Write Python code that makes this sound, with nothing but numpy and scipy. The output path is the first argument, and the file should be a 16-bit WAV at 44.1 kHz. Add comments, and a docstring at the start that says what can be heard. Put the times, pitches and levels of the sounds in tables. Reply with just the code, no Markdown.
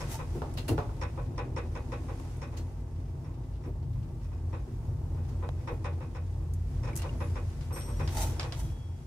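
"""An old wood-panelled elevator car rides upward, rumbling on its rails while the hoist hums.
At first the walls thump and boom, the door takes hard raps, and loose door gear clacks as floors pass.
The clacks thin out near 3 s and come back after 5 s. Around 7 s dry joints squeak and latches click.
Near the top, at 7.7 s, a small bell pings; then a faint, thin whine is heard
and something brushes softly close by."""
import sys
import numpy as np
from scipy import signal
from scipy.fft import rfft, irfft, next_fast_len
from scipy.io import wavfile
from scipy.ndimage import uniform_filter1d

SR = 44100
rng = np.random.default_rng(int(sys.argv[2]) if len(sys.argv) > 2 else 0)


def put_to_file(sound):
    """Save the sound as 16-bit audio at rate SR, in the file named by the first command-line argument."""
    columns = np.atleast_2d(sound).T  # one column per channel
    safe = np.clip(columns, -1, 1)
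    whole_steps = np.round(safe * 32767)
    wavfile.write(sys.argv[1], SR, whole_steps.astype(np.int16))


N = 399634
TIME = np.arange(N) / SR
FILTER_HZ = np.fft.rfftfreq(16384, 1 / SR)  # the pitches at which filters are drawn
STEREO_PHASE = np.pi / 2 * np.arange(2)[:, None]  # a quarter cycle apart: tones sound wide and centred
FADE_60_DB = np.log(1000)  # every fade_s below is the time to die away by 60 dB

# tone colour of latches and loose fittings: pitch_hz, gain_db
LATCH_COLOUR = [(200, -14), (600, 18.5), (2000, 11.5), (3000, 13), (5100, 9.5), (8000, 0.5), (12000, -13),
                (16000, -34)]


def amp(db):
    """Turns decibels into a gain."""
    return 10 ** (np.asarray(db) / 20)


def curve(points, hz=FILTER_HZ):
    """Joins (pitch_hz, value) points by straight lines on a log pitch scale."""
    pitch_hz, value = np.transpose(points)
    return np.interp(np.log(hz + 1), np.log(pitch_hz + 1), value)


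def resonances(rows):
    """The boost in dB at each pitch, from rows of pitch_hz, width_hz, boost_db."""
    return sum(db / (1 + (2 * (FILTER_HZ - hz) / width) ** 2) for hz, width, db in rows)


def level(rows, column):
    """Gain over time from one dB column of a table that begins with time_s."""
    rows = np.array(rows)
    return amp(np.interp(TIME, rows[:, 0], rows[:, column]))


def swells(rows):
    """Gain over time of sounds that rise to a rounded peak and fall a little more slowly."""
    rise_share, depth_db, roundness = 0.43, 22, 1.34
    gain = np.zeros(N)
    for s, db, length in rows:
        from_peak = np.maximum((s - TIME) / rise_share, (TIME - s) / (1 - rise_share)) / length
        gain += amp(db - depth_db * np.minimum(from_peak, 10) ** roundness)
    return gain


def wander():
    """A value that drifts to a new random spot twenty times a second."""
    times = np.arange(0, N / SR + 1, 1 / 20)
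    return np.interp(TIME, times, rng.standard_normal(len(times)))


def jiggle(per_s, fade_s, spread_db):
    """Gain over time of many tiny random knocks or slips."""
    kicks = (rng.random(N) < per_s / SR) * amp(-spread_db * rng.random(N))
    return signal.lfilter([1], [1, -np.exp(-FADE_60_DB / fade_s / SR)], kicks)


def noise(grit_db, size=N):
    """Stereo noise whose level jumps every 32 samples; a grit of 0 is smooth."""
    hiss = rng.standard_normal((2, size))
    jumps = np.repeat(rng.standard_normal(size // 32 + 1), 32)[:size]
    gritty = hiss * amp(grit_db * jumps)
    return gritty / gritty.std()


def steady(x):
    """Evens out the slow ups and downs of a deep noise."""
    return x / np.sqrt(uniform_filter1d(x[0] ** 2, size=6000) + 1e-4)


def add(mix, start_s, sound):
    """Mixes a stereo sound in at its start time."""
    part = mix[:, max(round(start_s * SR), 0):][:, :sound.shape[1]]
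    part += sound[:, :part.shape[1]]


def ring(x, shape_db):
    """Colours a sound with a filter that rings after each hit; only the curve's shape counts."""
    log_gain = np.log(amp(np.r_[shape_db, shape_db[-2:0:-1]]))
    response = np.fft.ifft(np.exp(np.conj(signal.hilbert(log_gain)))).real[:len(shape_db)]
    return signal.fftconvolve(x, response[None] / np.linalg.norm(response), axes=1)[:, :N]


def flatten(x, envelope, passes):
    """Evens out a noise burst across pitch and time, so it has little colour of its own."""
    for _ in range(passes):
        phase = np.angle(rfft(x * envelope))
        x = irfft(np.exp(1j * phase), len(envelope))
        x = x / np.sqrt(abs(uniform_filter1d(x ** 2, size=300)) + 1e-14)
    return x


def blows(times, dbs, colour, fade_s, rise_s, hold_s, crack, alike, grit_db, boost_db=0, passes=0):
    """Hits on one part: a first crack, then echoes that build and die, coloured by that part."""
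    t, out = TIME[:SR // 2], np.zeros((2, N))
    fade = np.exp(-FADE_60_DB * np.maximum(t - hold_s, 0) / fade_s)
    echoes = (1 - np.exp(-t / rise_s)) ** 2 * fade
    envelope = echoes + crack * np.exp(-t / 0.0019)
    shared = flatten(noise(grit_db, len(t)), echoes, passes)
    for s, db in zip(times, dbs):
        # hits on the same part share some of their noise
        burst = alike * shared + np.sqrt(1 - alike ** 2) * noise(grit_db, len(t))
        add(out, s, amp(db) * envelope * burst)
    return ring(out, curve(colour) + boost_db)


def pings(times, dbs, tones, flutter):
    """Struck metal rings in pure tones; echoes make each flutter differently left and right."""
    length_s = min(np.max(np.array(tones)[:, 2]) + .1, 1.5)
    t, out = TIME[:round(SR * length_s)], np.zeros((2, N))
    for s, stroke_db in zip(times, dbs):
        for hz, db, fade_s, rise_s in tones:
            sway = np.array([np.interp(t, np.arange(80) / 40, r) for r in rng.standard_normal((2, 80))])
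            tone = (1 + flutter * sway) * np.sin(2 * np.pi * (hz * t + rng.random()) + STEREO_PHASE)
            envelope = np.exp(-FADE_60_DB * t / fade_s) * (1 - np.exp(-t / rise_s))
            add(out, s, amp(stroke_db + db) * tone * envelope)
    return out


def walls(x, strength):
    """Close walls send back eight quick echoes on each side."""
    echoes = np.zeros((2, 900))
    delays = rng.integers(20, 900, (2, 8))
    np.put_along_axis(echoes, delays, strength * rng.choice([-1., 1.], (2, 8)), 1)
    echoes[:, 0] = 1
    return signal.fftconvolve(x, echoes / np.linalg.norm(echoes[0]), axes=1)[:, :N]


def car(x):
    """The car's standing waves colour every sound; long waves reach both sides alike."""
    # pitches that build up between the walls: pitch_hz, width_hz, boost_db
    standing_waves = [(48.8, 14.6, 9.5), (85.3, 13, 10.5), (117.6, 39, 10), (149, 16, 6), (198, 12, 4),
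                      (238.5, 16, 11), (263.3, 19, 11.5), (319.5, 37, 9), (332.3, 39, 8.5),
                      (366.3, 28, 9.5), (390.4, 18, 8.5), (441, 72, 9), (501.5, 31, 4), (820, 17, 7.5),
                      (909, 31, 9), (2002, 260, 14.5), (2620, 310, 6)]
    # how alike left and right are: pitch_hz, likeness (0 to 1)
    likeness = [(90, .997), (170, .96), (350, .86), (700, .63), (1400, .05), (2800, 0)]
    # how much louder the left side is: pitch_hz, gain_db
    balance = [(85, .3), (170, 1.7), (700, -1), (4000, 0)]
    boost_db = resonances(standing_waves)
    coloured = ring(x, boost_db - uniform_filter1d(boost_db, size=70))  # peaks with valleys between
    size = next_fast_len(N + 4096)
    hz = np.fft.rfftfreq(size, 1 / SR)
    common, apart = rfft(coloured, size)
    same, lean = curve(likeness, hz), amp(curve(balance, hz) / 2)
    mid, side = common * np.sqrt((1 + same) / 2), apart * np.sqrt((1 - same) / 2)
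    return irfft(np.array([(mid + side) * lean, (mid - side) / lean]), size)[:, :N]


def rumble():
    """The car shakes and lurches on its rails, the hoist's hum throbs, and at times the walls boom."""
    # how hard the car shakes: time_s, shake_db, hum_db
    ride = [(0, -38.5, -38), (0.7, -37.5, -33), (1.8, -38.5, -38), (2.45, -40, -37.5), (2.9, -40, -31.5),
            (3.7, -39, -42), (4.7, -37.5, -32.5), (5.05, -35, -30), (6.1, -41, -30), (6.8, -34, -32),
            (7.4, -37.5, -26.5), (7.8, -39.5, -37), (8.2, -35, -27), (8.6, -39, -48), (9.06, -44, -26.5)]
    # tone colour of the shaking: pitch_hz, gain_db
    shake_colour = [(20, -41.5), (29, -35.5), (37, -4.5), (54, 1), (86, -6), (104, -8), (120, -5),
                    (150, -7), (190, -19.5), (600, -63)]
    # lurches over rail joints: peak_s, level_db
    lurches = [(.8, -45), (1.23, -49.5), (3.95, -43.5), (7.6, -42.5), (8.03, -35.5), (8.65, -36)]
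    # two close hoist tones that beat together: pitch_hz, level_db
    hum_tones = [(84.4, -1), (88.2, 1)]
    # booms of the walls: peak_s, level_db, length_s
    booms = [(.72, -34, 0.33), (3.93, -38.5, 1.0), (4.84, -40.5, 0.19)]
    boom_colour = [(60, -36.5), (115, 3.5), (165, -2.0), (500, -63.5)]  # pitch_hz, gain_db
    lurch_s, drift_hz = 0.24, 3.5
    shake = steady(ring(noise(0), curve(shake_colour)))
    shake *= level(ride, column=1) + swells([(s, db, lurch_s) for s, db in lurches])
    hum = 0
    for hz, db in hum_tones:
        cycles = np.cumsum(hz + drift_hz * wander()) / SR
        hum += amp(db) * np.sin(2 * np.pi * cycles + STEREO_PHASE)
    boom = steady(ring(noise(0), curve(boom_colour))) * swells(booms)
    return amp(-1) * (shake + boom) + amp(-13) * hum * level(ride, column=2)


def guide_shoes():
    """Guide shoes roar along the rails and hiss where they slide; loose fittings tick along."""
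    # loudness of the shoes on the rails: time_s, roar_db, hiss_db
    sliding = [(0, -46.5, -47.5), (0.25, -48.5, -55.5), (1.4, -47, -64), (2.2, -47.5, -57.5),
               (2.9, -51, -65.5), (3.9, -53, -68), (4.6, -50.5, -64), (5.9, -48.5, -63.5),
               (6.5, -53, -64.5), (7.1, -46.5, -57.5), (7.7, -52, -58.5), (8.2, -43, -51),
               (8.9, -54, -63.5)]
    # tone colours of the roar and the hiss: pitch_hz, gain_db
    roar_colour = [(100, 0.5), (240, -2), (350, -5), (500, -10), (1000, -16), (1500, -29.5), (2500, -36.5),
                   (5000, -62)]
    hiss_colour = [(500, 13.5), (1500, 12), (2600, 8), (4000, 4), (5300, 6.5), (7000, 4), (9000, 2.5),
                   (12000, -2.5), (15500, -15)]
    bumps = jiggle(per_s=18, fade_s=0.21, spread_db=17.5)
    roar = ring(noise(2.4) * (1 + .5 * bumps), curve(roar_colour)) * level(sliding, column=1)
    hiss = ring(noise(1.7), curve(hiss_colour)) * level(sliding, column=2) * amp(wander())
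    fittings = ring(noise(1.2) * jiggle(per_s=8, fade_s=0.15, spread_db=10), curve(LATCH_COLOUR))
    return amp(1.5) * roar + amp(0.15) * walls(hiss, strength=0.11) + amp(-61) * fittings


def thin_tones():
    """A faint, thin, unsteady whine near 3.3 kHz and a brief high whistle."""
    # the course of each tone: time_s, pitch_hz, level_db
    whine = [(7.75, 3311, -71), (8.5, 3311, -66), (8.82, 3311, -65), (9.05, 3290, -75)]
    whistle = [(7.17, 10700, -69), (7.215, 11100, -62), (7.33, 10750, -67)]
    out = 0
    for rows, jitter_hz in [(whine, 25), (whistle, 140)]:
        s, hz, _ = np.transpose(rows)
        jitter = uniform_filter1d(rng.standard_normal(N), size=150)
        cycles = np.cumsum(np.interp(TIME, s, hz) + jitter_hz * jitter / jitter.std()) / SR
        gain = level(rows, column=2) * amp(2 * wander()) * (TIME > s[0]) * (TIME < s[-1])
        out += gain * np.sin(2 * np.pi * cycles + STEREO_PHASE)
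    return out


def brushing():
    """Short strokes catch and slip, like cloth on a wall, and set the surface sizzling."""
    # soft strokes: peak_s, level_db, length_s
    strokes = [(.128, -47.5, .14), (8.2, -41.8, .26), (8.6, -55.5, .27)]
    # tone colour of the rubbing: pitch_hz, gain_db
    colour = [(200, -9), (550, 11), (1300, 7), (1800, 2.5), (4000, 3.5), (9000, 4), (13000, -1.5),
              (16000, -13)]
    # where the brushed surface rings: pitch_hz, width_hz, boost_db
    surface = [(630, 60, 5), (885, 45, 8), (1860, 140, 6), (6250, 400, 6), (11600, 600, 4),
               (15050, 350, 13)]
    slips = 0.6 + jiggle(per_s=150, fade_s=0.025, spread_db=10)
    friction = noise(2.5) * slips * swells(strokes)
    return amp(5.5) * walls(ring(friction, curve(colour) + resonances(surface)), strength=0.44)


def scuffs():
    """Brief scrapes make a surface rasp, with the car's short echo."""
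    # scrapes: start_s, level_db, pitch_hz
    scrapes = [(.571, -39.5, 3700), (.679, -36, 10500), (2.567, -48, 6500), (5.285, -59, 6000),
               (6.985, -46, 8500)]
    # their tone colour: pitch_hz, gain_db
    colour = [(500, 15), (2500, 7), (7000, 2), (11000, -2)]
    # where the scuffed surface rings: pitch_hz, width_hz, boost_db
    surface = [(2780, 130, 11), (4240, 90, 11), (4730, 110, 6)]
    return sum(blows([s], [db], colour, fade_s=.15, rise_s=.0015, hold_s=.013, crack=.3, alike=0,
                     grit_db=2, boost_db=resonances([(hz, 2200, 8), *surface]))
               for s, db, hz in scrapes)


def squeaks():
    """Dry joints slip and give one short note each."""
    # slips of the joints: start_s, pitch_hz, level_db
    slips = [(6.932, 2280, -42.5), (7.093, 2840, -36)]
    fade_s, rise_s = 0.031, 0.0006
    return sum(pings([s], [db], [(hz, 0, fade_s, rise_s)], flutter=0.56) for s, hz, db in slips)


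def knocks():
    """Heavy thumps on the wooden walls, hard raps on the door and dry taps close by."""
    # the three kinds of hit: start_s, level_db
    thump_hits = [(.349, -45), (.692, -36), (3.662, -50.5), (5.714, -48.5)]
    rap_hits = [(.418, -37), (.691, -44.5), (.779, -33), (.786, -37), (.892, -48)]
    tap_hits = [(2.199, -34), (5.49, -26)]
    # their tone colours: pitch_hz, gain_db
    thump_colour = [(50, 5.5), (130, 6), (200, -5.5), (270, 5), (390, 0.5), (700, -10.5), (1100, -19),
                    (2500, -36.5), (8000, -39.5)]
    rap_colour = [(150, -7.5), (400, 4.5), (900, 2.5), (1350, -5), (1900, -19.5), (4000, -24), (8000, -41)]
    tap_colour = [(60, 18.5), (300, 19), (800, 7.5), (1500, -8), (3000, -11), (6000, -22), (14000, -34)]
    thumps = blows(*np.transpose(thump_hits), thump_colour, fade_s=.17, rise_s=.0007, hold_s=.032,
                   crack=.8, alike=.4, grit_db=-2)
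    raps = blows(*np.transpose(rap_hits), rap_colour, fade_s=.26, rise_s=.00037, hold_s=.0058,
                 crack=.78, alike=1, grit_db=3)
    taps = blows(*np.transpose(tap_hits), tap_colour, fade_s=.007, rise_s=.001, hold_s=.0005,
                 crack=1.1, alike=.3, grit_db=1)
    return amp(8.5) * thumps + raps + amp(4) * taps


def latches():
    """Latches click sharply, and each click sets the metal catch ringing."""
    # latch hits: start_s, click_db, catch_db
    hits = [(7.019, -48, -52), (7.61, -56.5, -60), (7.809, -54, -57), (8.076, -45.5, -43.5),
            (8.396, -40, -33), (8.43, -47.5, -41), (8.523, -44.5, -37.5)]
    # ring of the catch: pitch_hz, level_db, fade_s, rise_s
    catch_tone = [(5030, 5.5, 0.018, 0.0004)]
    times, click_db, catch_db = np.transpose(hits)
    clicks = blows(times, click_db, LATCH_COLOUR, fade_s=.16, rise_s=.002, hold_s=.007,
                   crack=2, alike=.6, grit_db=2.5)
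    return amp(2.5) * clicks + pings(times, catch_db, catch_tone, flutter=.15)


def snaps():
    """Small bright snaps: a sharp crack, then the car's short echo."""
    # snaps: start_s, level_db
    hits = [(.539, -48.5), (2.199, -53), (2.369, -55), (6.537, -46.5), (6.956, -38), (6.963, -32),
            (6.974, -32), (7.02, -46)]
    # their tone colour: pitch_hz, gain_db
    colour = [(400, -1), (2000, 6), (4000, 2.5), (6500, 17), (9000, 15.5), (12500, 14.5), (16000, -8)]
    return amp(-9.5) * blows(*np.transpose(hits), colour, fade_s=.09, rise_s=.001, hold_s=.001,
                             crack=3, alike=.3, grit_db=0)


def bell():
    """A small bell is struck once; its close tones beat, and the lowest swells late and lingers."""
    # tones of the bell: pitch_hz, level_db, fade_s, rise_s
    tones = [(5690, 11, .36, .06), (5686, -4, 2.7, .2), (5830, -6, .5, .03), (8446, 4.5, .75, .015),
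             (8533, 2.5, .7, .015), (11660, -.5, .85, .006), (11789, -8, .6, .006)]
    return pings(times=[7.724], dbs=[-47], tones=tones, flutter=.5)


def door_gear():
    """Steel ticks and a spring rings, then the loose gear chatters and the door panel answers."""
    # clacks, in runs of five or six a second: start_s, strength_db, steel_db
    clacks = [(0.002, -32.5, -59.5), (0.188, -31, -76), (0.773, -36.5, -67), (1.011, -27.5, -55.5),
              (1.172, -31, -90), (1.376, -27, -61.5), (1.561, -27.5, -59), (1.749, -32, -65),
              (1.916, -30.5, -63), (2.082, -33.5, -80), (2.414, -34, -61.5), (2.521, -41.5, -80),
              (3.24, -47, -75), (3.634, -43.5, -74), (3.954, -55, -88), (4.229, -56, -73),
              (4.314, -46, -87), (4.525, -34, -74), (5.165, -43.5, -87), (5.422, -32, -84),
              (5.585, -50, -79), (5.671, -27.5, -66.5), (5.842, -28, -60.5), (6.003, -37, -75),
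              (6.146, -36.5, -68), (6.401, -50, -93), (6.831, -36, -62.5), (6.871, -32.5, -66.5),
              (7.036, -31.5, -74), (7.201, -29.5, -66), (7.352, -31.5, -66.5), (7.703, -33.5, -89),
              (7.756, -33.5, -58.5), (7.875, -35.5, -90), (7.992, -28.5, -66), (8.398, -36.5, -63),
              (8.436, -33, -71)]
    # where the gear rings: pitch_hz, boost_db
    gear_pitches = [(315, 6), (477, 15), (505, 8), (535, 12), (575, 16), (765, 10), (818, 6), (908, 3),
                    (1003, 10), (1040, 4), (1100, 4), (1167, 6), (1275, 5), (1495, 8), (1840, 7), (1915, 6),
                    (2470, 6), (2535, 7)]
    # tone colours of the door panel, loose gear and steel tick: pitch_hz, gain_db
    panel_colour = [(150, -33.5), (330, -2.5), (450, -0.5), (540, -2.5), (690, -5.5), (1000, 4), (1350, -4),
                    (1900, -23), (4000, -91.5)]
    rattle_colour = [(800, -35.5), (1400, 4), (2550, 5.5), (3100, -9), (3800, -2.5), (4500, -25),
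                     (9000, -39)]
    steel_colour = [(2500, -36), (4400, 6), (5100, 9), (5500, 19), (5900, -1), (6400, 12.5), (7700, -3),
                    (9000, 6.5), (11500, -55)]
    # tones of the spring: pitch_hz, level_db, fade_s, rise_s
    spring_tones = [(5500, 12, .05, .001), (5490, 1, .15, .01), (5670, -5, .16, .002)]
    hardness, width_hz = 0.29, 27
    times, strength_db, steel_db = np.transpose(clacks)
    rattle_db = strength_db + hardness * (steel_db - strength_db)
    gear_db = resonances([(hz, width_hz, db) for hz, db in gear_pitches])
    panel = blows(times, strength_db, panel_colour, fade_s=.17, rise_s=.002, hold_s=.028,
                  crack=0, alike=.88, grit_db=2, boost_db=gear_db, passes=8)
    rattle = blows(times, rattle_db, rattle_colour, fade_s=.19, rise_s=.002, hold_s=.029,
                   crack=0, alike=.85, grit_db=2, boost_db=gear_db)
    steel = blows(times, steel_db, steel_colour, fade_s=.069, rise_s=.00028, hold_s=.025,
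                  crack=0, alike=.15, grit_db=-5)
    spring = pings(times + 0.002, steel_db, spring_tones, flutter=.3)
    return amp(-10) * panel + amp(-8.5) * rattle + amp(4) * steel + spring


def scene():
    """Everything sounds inside the car."""
    background = thin_tones() + rumble() + guide_shoes()
    clatter = door_gear() + knocks() + latches() + snaps() + scuffs() + squeaks()
    return car(background + clatter + brushing() + bell())


def record(dry):
    """Cuts the highest treble, above 15700 Hz."""
    low_pass = signal.firwin(511, 15700, window=("kaiser", 9), fs=SR)
    return signal.oaconvolve(dry, low_pass[None], "same")


dry = scene()
out = record(dry)
put_to_file(out)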